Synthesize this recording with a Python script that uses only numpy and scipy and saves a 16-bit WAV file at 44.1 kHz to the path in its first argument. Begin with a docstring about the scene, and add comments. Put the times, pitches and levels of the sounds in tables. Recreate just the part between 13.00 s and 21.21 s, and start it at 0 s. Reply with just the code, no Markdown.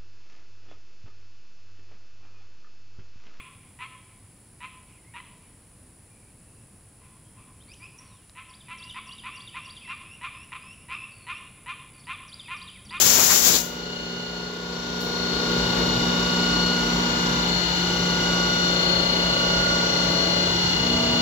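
"""A milling spindle spins at 1800 rpm inside a machine cabinet, whining and throbbing over a buzz and a pump's hum.
First an air gun blasts the chips away; the automatic volume control dips and creeps back a second later.
The cutter rasps across a slab; near 2 s a little air spits out while a drone of motors swells and fades.
At 4.7 s the cutter heads along the slab and at 7.7 s it heads back, with a new chord for each direction.
Through the second half the hand-held microphone closes in, and the cutter ticks more clearly."""
import sys
import numpy as np
from scipy import signal
from scipy.fft import rfft, irfft, next_fast_len
from scipy.io import wavfile
from scipy.ndimage import uniform_filter1d, minimum_filter1d, map_coordinates

SR = 44100
rng = np.random.default_rng(int(sys.argv[2]) if len(sys.argv) > 2 else 0)


def bounce(signal):
    """Save signal as a 16-bit WAV file at the path given by the first command-line argument."""
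    frames = np.transpose(np.atleast_2d(signal))
    limited = np.clip(frames, -1, 1)
    pcm = np.round(limited * 32767).astype(np.int16)
    wavfile.write(sys.argv[1], SR, pcm)


N = 362061
TIME = np.arange(N) / SR
SPINDLE_HZ, PUMP_HZ, TOP_HZ = 29.988, 58.8, 15780
WHINE_ORDER = 48  # an "order" is a tone that vibrates this many times per turn of the spindle

# The whine's four tones change as the microphone moves through loud and quiet spots in the cabinet:
# (time [s], left level [dB], right level [dB], left ear's lead [rad], left throb [relative],
#  right throb [relative], swing between the ears [rad], pitch bend [rad])
FIRST_TONE = [(0.72, -42, -27.5, 1.6, 0.5, 0.07, 1.3, -0.5), (0.9, -37, -26.5, 4, 1.0, 0.2, 1.9, -0.7),
              (1.08, -37, -26.5, 0, 0.69, 0.1, 1.8, -0.79), (1.98, -31.5, -26.5, -1.5, 0.17, 0, 1.4, -0.78),
              (2.64, -39, -29.5, 0.5, 1.0, 0.3, 0.5, -0.3), (2.88, -37, -28.5, -2, 0.08, 0.3, -1.8, 0.7),
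              (3.78, -32.5, -25, 0.7, 0, 0.24, -1.5, 0.76), (4.02, -38, -26.5, 3.5, 0.41, 0.09, -0.8, 0.5),
              (4.2, -30.5, -26.5, 3.5, 0, 0.3, -0.44, 0.2), (4.38, -29.0, -27.0, 4, 0, 0, -0.25, -0.27),
              (4.68, -30.5, -39, 3, 0, 0.44, -0.2, -0.23), (4.98, -31.5, -30, 7, 0.3, 0.04, 0.1, 0.4),
              (5.52, -27.0, -23, 8.5, 0.5, 0.16, -0.67, 0.46),
              (6.06, -28, -30.5, 9.5, 0.4, 0.3, -0.12, -0.1), (6.36, -35, -26, 8.5, 0.6, 0.65, 0.96, -0.5),
              (6.6, -35.5, -21.0, 10, 0.85, 0.24, -1.3, 0.4), (7.14, -35, -28.5, 10, 0.46, 0.4, -1.4, 0.3),
              (7.62, -31.5, -31.5, 10, 0.31, 0.75, 0.43, 0.071),
              (8.1, -36, -38.0, 11, 0.28, 0.79, 0.96, -0.3)]
SECOND_TONE = [(0.72, -36, -32, -1, 0.44, 0.11, 0.2, 0.1), (0.96, -25, -27, -2, 0.52, 0.03, -0.4, 0.42),
               (1.2, -34, -23.5, -2.5, 0.77, 0.09, 0.42, -0.1),
               (1.621, -40, -33, -2.3, 0.99, 0.01, 0.0049, -0.0036),
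               (2.16, -43, -35, -0.8, 1.0, 0.72, -1.6, 0.3), (2.58, -31, -38, -1.2, 0.75, 0.26, 0.0, 0.0),
               (2.941, -31, -32.5, 0.5, 0.71, 0.06, -0.26, 0.1),
               (3.06, -32, -31, -1, 0.43, 0.05, -0.6, 0.1),
               (3.6, -28, -28.5, -1.1, 0.08, 0.21, -0.67, 0.22),
               (3.72, -29, -27, -0.5, 0.31, 0.19, -0.48, 0.22),
               (3.9, -33, -33, -1.3, 0.37, 0.42, -0.49, 0.48),
               (4.08, -27.5, -37, -4, 0.13, 0.61, 0.79, 0.074),
               (4.38, -36, -29, -8.5, 0.55, 0.37, 1.6, -0.0), (4.62, -28.5, -34, -8, 0.27, 0.5, 0.14, 1.4),
               (5.22, -32, -26.5, -8, 0.85, 0.23, 0.75, 0.36),
               (5.4, -33, -27, -6.5, 0.72, 0.22, -1.2, 0.62),
               (5.82, -27, -32, -8.5, 1.0, 0.36, -0.018, 0.72),
               (6.48, -30, -24.5, -7.7, 0.82, 0.1, 0.5, -0.29),
               (6.66, -30, -29.5, -7.7, 0.42, 0.29, -0.69, -0.15),
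               (7.38, -26, -36, -8, 0.29, 0.52, -0.35, -0.3),
               (8.1, -24.5, -27, -8, 0.26, 0.31, 0.022, -0.2)]
THIRD_TONE = [(0.72, -38, -41.5, -1.7, 0.2, 0.61, 0.6, 0.4), (0.84, -26, -45.0, -0.5, 1.0, 0.7, 1.1, 0.072),
              (1.08, -26.5, -39, -8, 0.44, 0.42, -0.46, 0.31), (1.38, -25, -44.0, 1, 0.3, 0.73, 1.2, 0.44),
              (1.62, -30, -44.0, -5.5, 0.53, 0.48, 1.6, -1.4),
              (1.92, -28, -44.0, 1, 0.21, 0.91, -1.6, -1.3),
              (2.16, -21.5, -37, -4, 0.27, 0.31, -0.18, -0.59),
              (2.94, -28.5, -36.0, -3.5, 0.64, 0.15, -1.0, -0.49),
              (3.12, -32, -39, -3, 0.77, 0.75, -1.6, 0.42),
              (3.66, -22.5, -33, -0.7, 0.17, 0.3, -1.7, -0.32),
              (3.84, -31, -36.0, -0.4, 0.51, 0.4, 0.47, 1.4), (4.02, -27.5, -43, -2, 0.26, 0.57, 0.16, 0.3),
              (4.32, -32, -36, -4, 0.51, 0.45, 1.4, 0.1),
              (4.56, -21, -34.5, -3.5, 0.16, 0.47, 0.025, -0.67),
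              (5.1, -29, -32, -5, 0.41, 0.31, -0.89, -0.31),
              (5.28, -28, -39.5, -1.5, 0.17, 0.63, 0.42, 0.27),
              (5.94, -18.5, -39, -4, 0.2, 0.33, -0.061, 0.091),
              (6.12, -21.5, -31.5, -3.5, 0.38, 0.25, 0.48, 0.06),
              (6.78, -24.5, -26.5, -2.5, 0.11, 0.13, -0.63, -0.28),
              (7.26, -20, -32, -4, 0.19, 0.24, -0.1, -0.83), (7.44, -22, -27, -3.5, 0.19, 0.15, -0.5, -0.6),
              (8.1, -25.5, -25, -2.5, 0.33, 0.31, -0.93, -0.18)]
FOURTH_TONE = [(0.72, -36, -58.5, -1, 0.46, 0.47, 0.7, 1.1), (1.44, -41, -56.5, 17, 0.42, 0.11, 1.3, -1.4),
               (1.98, -35, -59.0, 2, 0.92, 0.49, -1.5, -0.4), (2.22, -39, -62, 11, 0.15, 1.0, -1.5, 1.0),
               (3.36, -39.0, -56, 3, 0.52, 0.54, -0.8, -1.3), (3.66, -43, -56, 6, 0.96, 0.7, -0.9, -1.4),
               (3.84, -32.5, -50.5, 4.5, 0.65, 0.74, -1.1, -0.7),
               (4.08, -39, -47, 7.9, 0.27, 0.09, -1.3, -1.4),
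               (4.32, -33, -54.0, 9.5, 0.48, 0.47, 1.3, -0.4), (4.5, -44, -51.0, 5.6, 0.22, 0.55, 0.8, 1.4),
               (4.92, -33.5, -59, 5, 0.58, 0.3, -1.4, -0.54),
               (5.64, -31, -62.0, 5.4, 0.12, 0.53, -0.56, 0.07),
               (6.0, -44, -52.0, 3, 0.41, 0.3, -0.82, -1.0),
               (6.84, -30, -56.0, 1.5, 0.29, 0.23, 0.2, -0.64), (8.1, -38, -64, 11, 0.32, 1.0, -1.6, -1.4)]
# Each tone's roughness: (base level far away [dB], base level close up [dB],
#  lower minus upper side tones [dB], head start of the right ear's throb [rad])
WHINE_RASP = [(-44.5, -49, 1, -1.45), (-47.5, -40.5, -1, -0.47), (-40.5, -38.5, 6, 1.3),
              (-48.5, -52.5, 5, 0.7)]


def whine(angle, throb=0.87, rasp_follow=0.32):
    """The drive sings four high tones; its slightly off-centre rotor makes them throb once a turn."""
    out = np.zeros((2, N))
    for k, rows in enumerate([FIRST_TONE, SECOND_TONE, THIRD_TONE, FOURTH_TONE]):
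        order, columns = (k + 1) * WHINE_ORDER, curves(rows)
        far_db, near_db, lean_db, head_start = WHINE_RASP[k]
        db, lead, (swing, bend) = columns[:2], columns[2], columns[5:]
        depth = np.clip(throb * columns[3:5], 0, 1)
        turn = angle + np.array([[0], [head_start]]) + 0.11 * drift(4.3)
        lead = lead + swing * np.cos(turn[0])
        waver_db, waver_rad = .8 * drift(22.), .11 * drift(35.)
        phase = order * angle + np.array([lead, -lead]) / 2 + bend * np.sin(turn) + waver_rad
        pulse = 1 + depth * (np.cos(turn) + .15 * np.cos(2 * turn))
        out += amp(db + waver_db) * pulse * np.cos(phase)
        rasp_db = by_nearness(far_db, near_db) + rasp_follow * (db - db.mean())
        rasp = side_tones(angle, order, pairs=3, unrest=2.8, rate=9., falloff_db=5.5, lean_db=lean_db)
        out += amp(rasp_db) * rasp
    return out


# How the whistle rises and falls: (time [s], base level [dB])
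WHISTLE_LEVEL = [(.7, -42), (2.3, -54), (2.9, -46), (3.45, -42.5), (3.75, -49), (4.1, -42), (4.7, -45),
                 (5.2, -43), (5.75, -39), (6.05, -56), (6.4, -43.5), (6.8, -44), (8.1, -45)]


def whistle(angle):
    """The whine's fifth tone frays into a cluster, centred one order low and heard on the left."""
    order = 5 * WHINE_ORDER - 1
    tone = amp(-3) * np.cos(order * angle + drift(2.77))
    fray = amp(-5) * side_tones(angle, order, pairs=3, rate=4., falloff_db=4.)
    return ears(22)[:, None] * amp(curves(WHISTLE_LEVEL)[0]) * (tone + fray)


# The spindle's thin tones: (order [cycles per turn])
HIGH_ORDERS = [56, 59, 68, 76, 116, 121, 123, 124, 134, 171, 182, 219]
# One row for each: (far level [dB], halfway level [dB], near level [dB],
#  side tones against the main tone [dB], left minus right [dB])
HIGH_LEVELS = [(-54, -54, -62, -10, 8), (-45, -54, -56, -12, 0), (-49, -40, -40.5, -7, -1),
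               (-55, -49, -58, -19, 0), (-54, -41, -37, -25, 4), (-55, -35, -49, -12, 14),
               (-35, -43, -48, -14, 5), (-44, -61, -49, -6, 8), (-51, -42, -55, -6, 8),
               (-58, -57, -57, -23, 10), (-40.5, -51, -56, -7, 18), (-60, -60, -59, -11, 22)]


def thin_tones(angle):
    """The spindle adds faint high tones, each wavering on its own in either ear."""
    out = np.zeros((2, N))
    for order, (*levels_db, side_db, pan_db) in zip(HIGH_ORDERS, HIGH_LEVELS):
        tone = np.cos(order * angle + drift(0.93))
        level = amp(by_nearness(*levels_db) + 1.2 * drift(2.06))
        out += ears(pan_db)[:, None] * level * (tone + amp(side_db) * side_tones(angle, order, pairs=1))
    return out


# The tones that make up the buzz: (frequency [Hz], typical level of each [dB])
BUZZ_SPECTRUM = [(30, -68), (90, -54), (300, -52), (750, -51.5), (1200, -51.5), (1800, -62.5),
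                 (2400, -63.5), (3000, -56.5), (4300, -57.5), (5300, -59), (7000, -71.5), (11500, -100),
                 (15000, -96)]


def buzz(angle, scatter_db=5.0, changing_share=0.8, size=8192):
    """Every turn repeats one rough pattern, which shifts as the microphone moves through the echoes."""
    hz = np.arange(int(TOP_HZ / SPINDLE_HZ)) * SPINDLE_HZ
    db = read(BUZZ_SPECTRUM, hz) + scatter_db * rng.standard_normal(len(hz))
    level = amp(db) * machine_ears(hz) * (hz > 0)
    level[:, CHORD_ORDERS] = 0  # the cut and the whine play their own orders
    level[:, [k * WHINE_ORDER + side for k in (1, 2, 3) for side in (-1, 0, 1)]] = 0
    steady = np.sqrt(1 - changing_share) * np.exp(1j * np.angle(random_pair(hz)))
    place = angle / (2 * np.pi) % 1 * size
    moments = np.linspace(0, TIME[-1], 15)
    out = np.zeros((2, N))
    for moment in moments:  # each pattern fades into the next
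        changing = np.sqrt(changing_share) * random_pair(hz)
        pattern = irfft(level * (steady + changing), size) * size / np.sqrt(2)
        fade = 1 - abs(TIME - moment) / moments[1]
        now = fade > 0
        out[:, now] += fade[now] * np.array([np.interp(place[now], np.arange(size), e) for e in pattern])
    return out


# The cutter's passes across the slab, along it and back: (start [s], end [s])
PASSES = [(-0.2, 4.66), (4.68, 7.62), (7.66, 8.6)]
# The low tones that cutting draws from the slab: (order [cycles per turn])
CHORD_ORDERS = [8, 10, 12, 13, 14, 15, 16, 17, 18, 19, 20, 22, 24, 33, 37, 38, 39]
# Each tone's level: (across start [dB], across middle [dB], across end [dB],
#  along start [dB], along middle [dB], along end [dB], way back [dB])
CHORD_LEVELS = [(-30.5, -30, -29.5, -38.5, -36.5, -37, -27), (-56, -44.5, -35.5, -43, -43, -41, -37),
                (-67, -74, -56, -36, -37.5, -51, -56), (-34, -37, -57, -49, -47, -57, -58),
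                (-37.5, -32.5, -48, -63, -64, -51, -57), (-32, -45, -67, -53, -44, -34.5, -36.5),
                (-44, -32.5, -41, -39, -39, -44, -42), (-35.5, -39, -63, -56, -64, -53, -42),
                (-62, -59, -45, -42, -36.5, -38, -54.5), (-33, -39, -46, -44, -38, -33.5, -41),
                (-32.5, -42, -52, -55, -46, -49, -54), (-56, -46, -53, -58, -36, -33.5, -34.5),
                (-37, -41, -47, -62, -55, -58, -60), (-57, -40, -44, -57, -63, -52, -56),
                (-47, -37.5, -45, -49, -57, -43, -49), (-52, -41, -39, -40, -36.5, -38, -45),
                (-53, -57, -53, -39, -63, -52, -37)]


def cut_chords(angle, fade_s=0.25, middle=0.42):
    """Each pass has its own unsteady chord, which shifts as the cutter travels and fades at corners."""
    out = np.zeros((2, N))
    chords = np.split(np.array(CHORD_LEVELS), [3, 6], axis=1)
    for (start, end), chord in zip(PASSES, chords):
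        now = (TIME >= start) & (TIME < end)
        t = TIME[now]
        progress = (t - start) / (end - start)
        from_corner_s = np.minimum(t - start, end - t)
        fade = np.sin(np.pi / 2 * np.minimum(from_corner_s / fade_s, 1)) ** 2
        for order, levels in zip(CHORD_ORDERS, chord):
            hz = order * SPINDLE_HZ
            waver_db, waver_rad = drift(7., t=t) * np.array([[1.6], [.3]]) * np.sqrt(hz / 500)
            db = np.interp(progress, [0, middle, 1][:len(levels)], levels) + waver_db
            # short waves reach the two ears out of step
            apart = (1 - read(EAR_LIKENESS, hz)) * np.array([[1], [-1]]) * np.pi / 4
            tone = np.cos(order * angle[now] + apart + waver_rad)
            out[:, now] += machine_ears(hz)[:, None] * fade * amp(db) * tone
    return out


# The rush of cutting and cooling: (frequency [Hz], level [dB per Hz])
RUSH_SPECTRUM = [(20, -100), (32, -91), (50, -55.5), (85, -67), (135, -56.5), (230, -62.5), (330, -57.5),
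                 (720, -64.5), (830, -61), (930, -58), (1100, -70), (1500, -64.5), (1750, -71.5),
                 (2050, -66.5), (2400, -70.5), (3100, -66.5), (3600, -66.5), (3870, -67), (4400, -65),
                 (5600, -72), (7100, -72.5), (11500, -88.5), (15300, -96)]


def cutter(angle, tick_sharpness=4.9):
    """The cutter rasps; close up it sounds fuller and ticks once a turn, ringing at two pitches."""
    rush = noise(lambda hz: amp(read(RUSH_SPECTRUM, hz)) * machine_ears(hz))
    rush *= (1 + 0.0049 * np.cos(angle)) * amp(0.055 * drift(2.4, channels=1))
    rings = amp(-37) * (band(3600, octaves=0.052) + band(2050, octaves=0.065))
    tick = np.exp(tick_sharpness * (np.cos(angle) - 1)) * rings
    body = amp(-39) * band(850, octaves=0.91)
    return rush + by_nearness(0, 1) * (tick + body)


# Groans of the cut:
# (time [s], half length [s], pitch [Hz], width [octaves], left level [dB], right level [dB])
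GROANS = [(2.87, 0.2, 520, 0.26, -38, -37), (2.85, 0.23, 940, 0.12, -41, -39),
          (2.79, 0.043, 870, 1.9, -28.5, -34), (2.9, 0.24, 123, 0.13, -36.5, -36),
          (5, 0.39, 160, 0.53, -43, -49), (7.76, 0.32, 130, 0.7, -34.5, -34.5)]


def rumbles():
    """The cut rumbles and groans in places, as at the corners of its path."""
    return swells(GROANS)


# The air gun's hiss: (frequency [Hz], base level [dB per Hz])
AIR_SPECTRUM = [(20, -95), (70, -52), (200, -53), (550, -53), (1200, -53.5), (2500, -53), (3500, -50),
                (4300, -48.5), (5500, -44.5), (6900, -40.5), (7700, -41.5), (10000, -46.5), (11800, -53),
                (14000, -53), (15400, -49.5)]
# Its flow until the valve shuts: (time [s], level change [dB])
AIR_FLOW = [(0, 0), (.365, 0), (.39, 0), (.41, -3), (.47, 3), (.5, -1), (.562, -2)]
# How far it leans to the left: (frequency [Hz], left minus right [dB])
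AIR_BALANCE = [(60, 21.5), (110, 23), (200, 18.5), (380, 20), (700, 13), (1290, 5), (2380, 2), (3700, 4),
               (4800, 10.5), (7000, 23), (10000, 11.5), (15000, 7)]


def air_gun(echo_s=0.37):
    """A jet of air hisses and flutters; when the valve shuts, the sound dies away in the cabinet."""
    jet = noise(lambda hz: amp(read(AIR_SPECTRUM, hz)) * ears(read(AIR_BALANCE, hz)), likeness=0.5)
    tail_db = -60 * np.maximum(TIME - AIR_FLOW[-1][0], 0) / echo_s
    flutter_db = drift(58.7, channels=1)
    return jet * amp(curves(AIR_FLOW)[0] + tail_db + flutter_db)


# Bursts in the jet:
# (time [s], half length [s], pitch [Hz], width [octaves], left level [dB], right level [dB])
AIR_BURSTS = [(.195, 0.031, 1170, 1.4, -12.5, -18), (.315, 0.02, 1530, 0.72, -17.5, -14),
              (.498, 0.014, 250, 1.8, -15, -32), (.54, 0.024, 610, 1.4, -18.5, -20),
              (.552, 0.019, 4230, 0.29, -9, -18)]


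def sputters():
    """The jet sputters as it sweeps over edges."""
    return swells(AIR_BURSTS)


# The pump's loudest tone, at three times its base pitch: (time [s], level [dB])
PUMP_THIRD = [(0.72, -30), (1.2, -26.5), (2.48, -29), (2.8, -26.5), (4.64, -28), (4.88, -26), (6.48, -28.5),
              (7.44, -28.0), (8.16, -30)]
# The other motors' steady hum: (frequency [Hz], level [dB])
MOTOR_HUMS = [(52, -42.5), (41.0, -67), (133.1, -47.5), (373.4, -46), (403, -45)]


def hum(angle):
    """The pump's hum pulses against the spindle's nearby sixth order; other motors join in."""
    pump = 2 * np.pi * PUMP_HZ * TIME
    out = amp(-42) * np.cos(pump) + amp(curves(PUMP_THIRD)[0]) * np.cos(3 * pump)
    out += amp(-42) * np.cos(6 * angle)
    for hz, db in MOTOR_HUMS:
        out = out + amp(db) * np.cos(2 * np.pi * hz * TIME + .5 * drift(2.51, channels=1))
    return out


# Motor tones close together in pitch: (frequency [Hz], loudest level [dB])
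DRONE_TONES = [(388, -39), (417.8, -40.5), (446.4, -40), (482.2, -43)]


def drone(loudest_s=2.3, half_length_s=0.95):
    """A buzzy chord of motor tones rises and fades during the first pass."""
    swell = np.exp(-.5 * ((TIME - loudest_s) / half_length_s) ** 2)
    return swell * sum(amp(db) * np.cos(2 * np.pi * hz * TIME + .59 * drift(3.04))
                       for hz, db in DRONE_TONES)


def puff(start_s=2.003, rise_s=0.006, fade_s=0.48):
    """A faint, thin spit of air on the left."""
    age = np.maximum(TIME - start_s, 0)
    level = np.minimum(age / rise_s, 1) * amp(-35 - 60 * age / fade_s)
    return band(9000, octaves=0.79) * ears(12)[:, None] * level


def side_tones(angle, order, pairs, unrest=1.5, rate=1.75, falloff_db=10., lean_db=0.):
    """The off-centre rotor roughens a tone by adding drifting neighbours, one order apart."""
    coarse, sway = TIME[::32], 0
    for step in range(1, pairs + 1):
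        for side in (-1, 1):
            wander = drift(rate, channels=4, t=coarse) * unrest / np.sqrt(2)
            size = np.exp(2j * np.pi * rng.random((2, 1))) + wander[:2] + 1j * wander[2:]
            level = amp(-falloff_db * (step - 1) - side * lean_db / 2)
            sway = sway + level * size * np.exp(1j * side * step * angle[::32])
    sway = np.array([np.interp(TIME, coarse, ear) for ear in sway]) / np.sqrt(1 + unrest ** 2)
    return (sway * np.exp(1j * order * angle)).real


# How close the microphone is to the cutter: (time [s], nearness [0 far, 1 near])
MICROPHONE_PATH = [(0, 0.3), (3.2, 0), (4.4, 0.45), (5.2, 0.42), (6.4, 0.7), (7.4, 0.99), (7.7, 1),
                   (8.2, 0.9)]


def by_nearness(*values):
    """Slide through the values, from far to near, as the microphone closes in."""
    return np.interp(curves(MICROPHONE_PATH)[0], np.linspace(0, 1, len(values)), values)


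# Which side the machine is louder on: (frequency [Hz], left minus right [dB])
MACHINE_BALANCE = [(60, 3.5), (110, 0), (200, -3), (380, 1.5), (700, 1), (1290, 0), (2380, 5), (4400, 7),
                   (8120, 27.5), (15000, 1.5)]


def machine_ears(hz):
    """The machine's left and right volume at each frequency."""
    return ears(read(MACHINE_BALANCE, hz))


# How alike the two ears' sound is: (frequency [Hz], likeness [0-1])
EAR_LIKENESS = [(50, 1), (170, 0.88), (350, 0.79), (700, 0.12), (1400, 0.014), (15000, 0.024)]


def random_pair(hz, likeness=1):
    """Random spectra for two ears: alike in the bass, unrelated in the treble."""
    a, b = (rng.standard_normal((2, len(hz))) + 1j * rng.standard_normal((2, len(hz)))) / np.sqrt(2)
    same = np.clip(likeness * read(EAR_LIKENESS, hz), -1, 1)
    return np.array([a, same * a + np.sqrt(1 - same ** 2) * b])


def noise(strength, likeness=1, size=N):
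    """Stereo noise shaped by strength(hz), an amplitude per root Hz."""
    padded = next_fast_len(size, True)
    hz = np.fft.rfftfreq(padded, 1 / SR)
    return irfft(random_pair(hz, likeness) * strength(hz), padded)[:, :size] * np.sqrt(padded * SR / 2)


def band(centre_hz, octaves, size=N):
    """Stereo noise of level 1, gathered around one pitch."""
    x = noise(lambda hz: np.exp(-.5 * (np.log2((hz + 1) / centre_hz) / octaves) ** 2) / np.sqrt(hz + 1),
              size=size)
    return x / x.std()


def swells(rows, size=65536):
    """One short rise and fall of noise for each row."""
    out = np.zeros((2, N))
    for peak_s, half_s, hz, octaves, left_db, right_db in rows:
        first = int(np.clip(peak_s * SR - size / 2, 0, N - size))
        now = slice(first, first + size)
        swell = np.exp(-.5 * ((TIME[now] - peak_s) / half_s) ** 2)
        out[:, now] += band(hz, octaves, size) * amp([[left_db], [right_db]]) * swell
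    return out


def drift(rate, channels=2, t=TIME):
    """A smooth random wobble of about size 1 that changes about rate times a second."""
    knots = rng.standard_normal((channels, 1024))
    coarse = TIME[::256]
    return np.array([np.interp(t, coarse, map_coordinates(k, [coarse * rate], mode="wrap"))
                     for k in knots])


def ears(side_db):
    """Share a sound between the ears, the left louder by side_db."""
    pair = np.array([amp(side_db / 2), amp(-side_db / 2)])
    return pair / np.sqrt(np.mean(pair ** 2, axis=0))


def curves(rows):
    """Join the rows of a time table into one curve per column."""
    times, *columns = np.transpose(rows)
    return np.array([np.interp(TIME, times, column) for column in columns])


def read(rows, hz):
    """Look up a frequency table, sliding between rows by pitch."""
    row_hz, value = np.transpose(rows)
    return np.interp(np.log(hz + 1), np.log(row_hz + 1), value)


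def amp(db):
    """Turn decibels into a multiplier."""
    return 10 ** (np.asarray(db) / 20)


def scene():
    """Add up the sounds; one almost steady spindle angle keeps the turning parts in step."""
    angle = 2 * np.pi * SPINDLE_HZ * TIME + 0.0014 * drift(8.3, channels=1)[0]
    spindle = whine(angle) + whistle(angle) + thin_tones(angle) + buzz(angle)
    cut = cut_chords(angle) + cutter(angle) + rumbles()
    return spindle + cut + hum(angle) + drone() + air_gun() + sputters() + puff()


# The microphone's openings swallow a narrow slice of treble: (frequency [Hz], level change [dB])
MICROPHONE_COLOUR = [(7200, 0), (7800, -6.5), (8250, -17.5), (8780, -45), (9300, -18.5), (10000, -8.5),
                     (11500, 2.5)]


def record(dry, threshold_db=-13.0, hold_s=1.15, recovery_db_per_s=11.0):
    """The microphone colours the sound; loud moments turn the volume down; the top treble is cut."""
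    padded = next_fast_len(N + SR, True)
    colour = amp(read(MICROPHONE_COLOUR, np.fft.rfftfreq(padded, 1 / SR)))
    heard = irfft(rfft(dry, padded) * colour, padded)[:, :N]
    power_db = 10 * np.log10(abs(uniform_filter1d((heard ** 2).mean(0), size=3000)) + 1e-12)
    wanted_db = np.minimum(threshold_db - power_db, 0)
    half_hold = int(hold_s * SR) // 2
    held_db = minimum_filter1d(wanted_db, 2 * half_hold + 1, origin=half_hold, mode="nearest")
    climb_db = recovery_db_per_s * TIME
    gain_db = climb_db - np.maximum.accumulate(climb_db - held_db)  # drops at once, creeps back
    treble_cut = signal.firwin(1023, TOP_HZ, window=("kaiser", 9), fs=SR)
    return signal.oaconvolve(heard * amp(gain_db), treble_cut[None], "same")


dry = scene()
out = record(dry)
bounce(out)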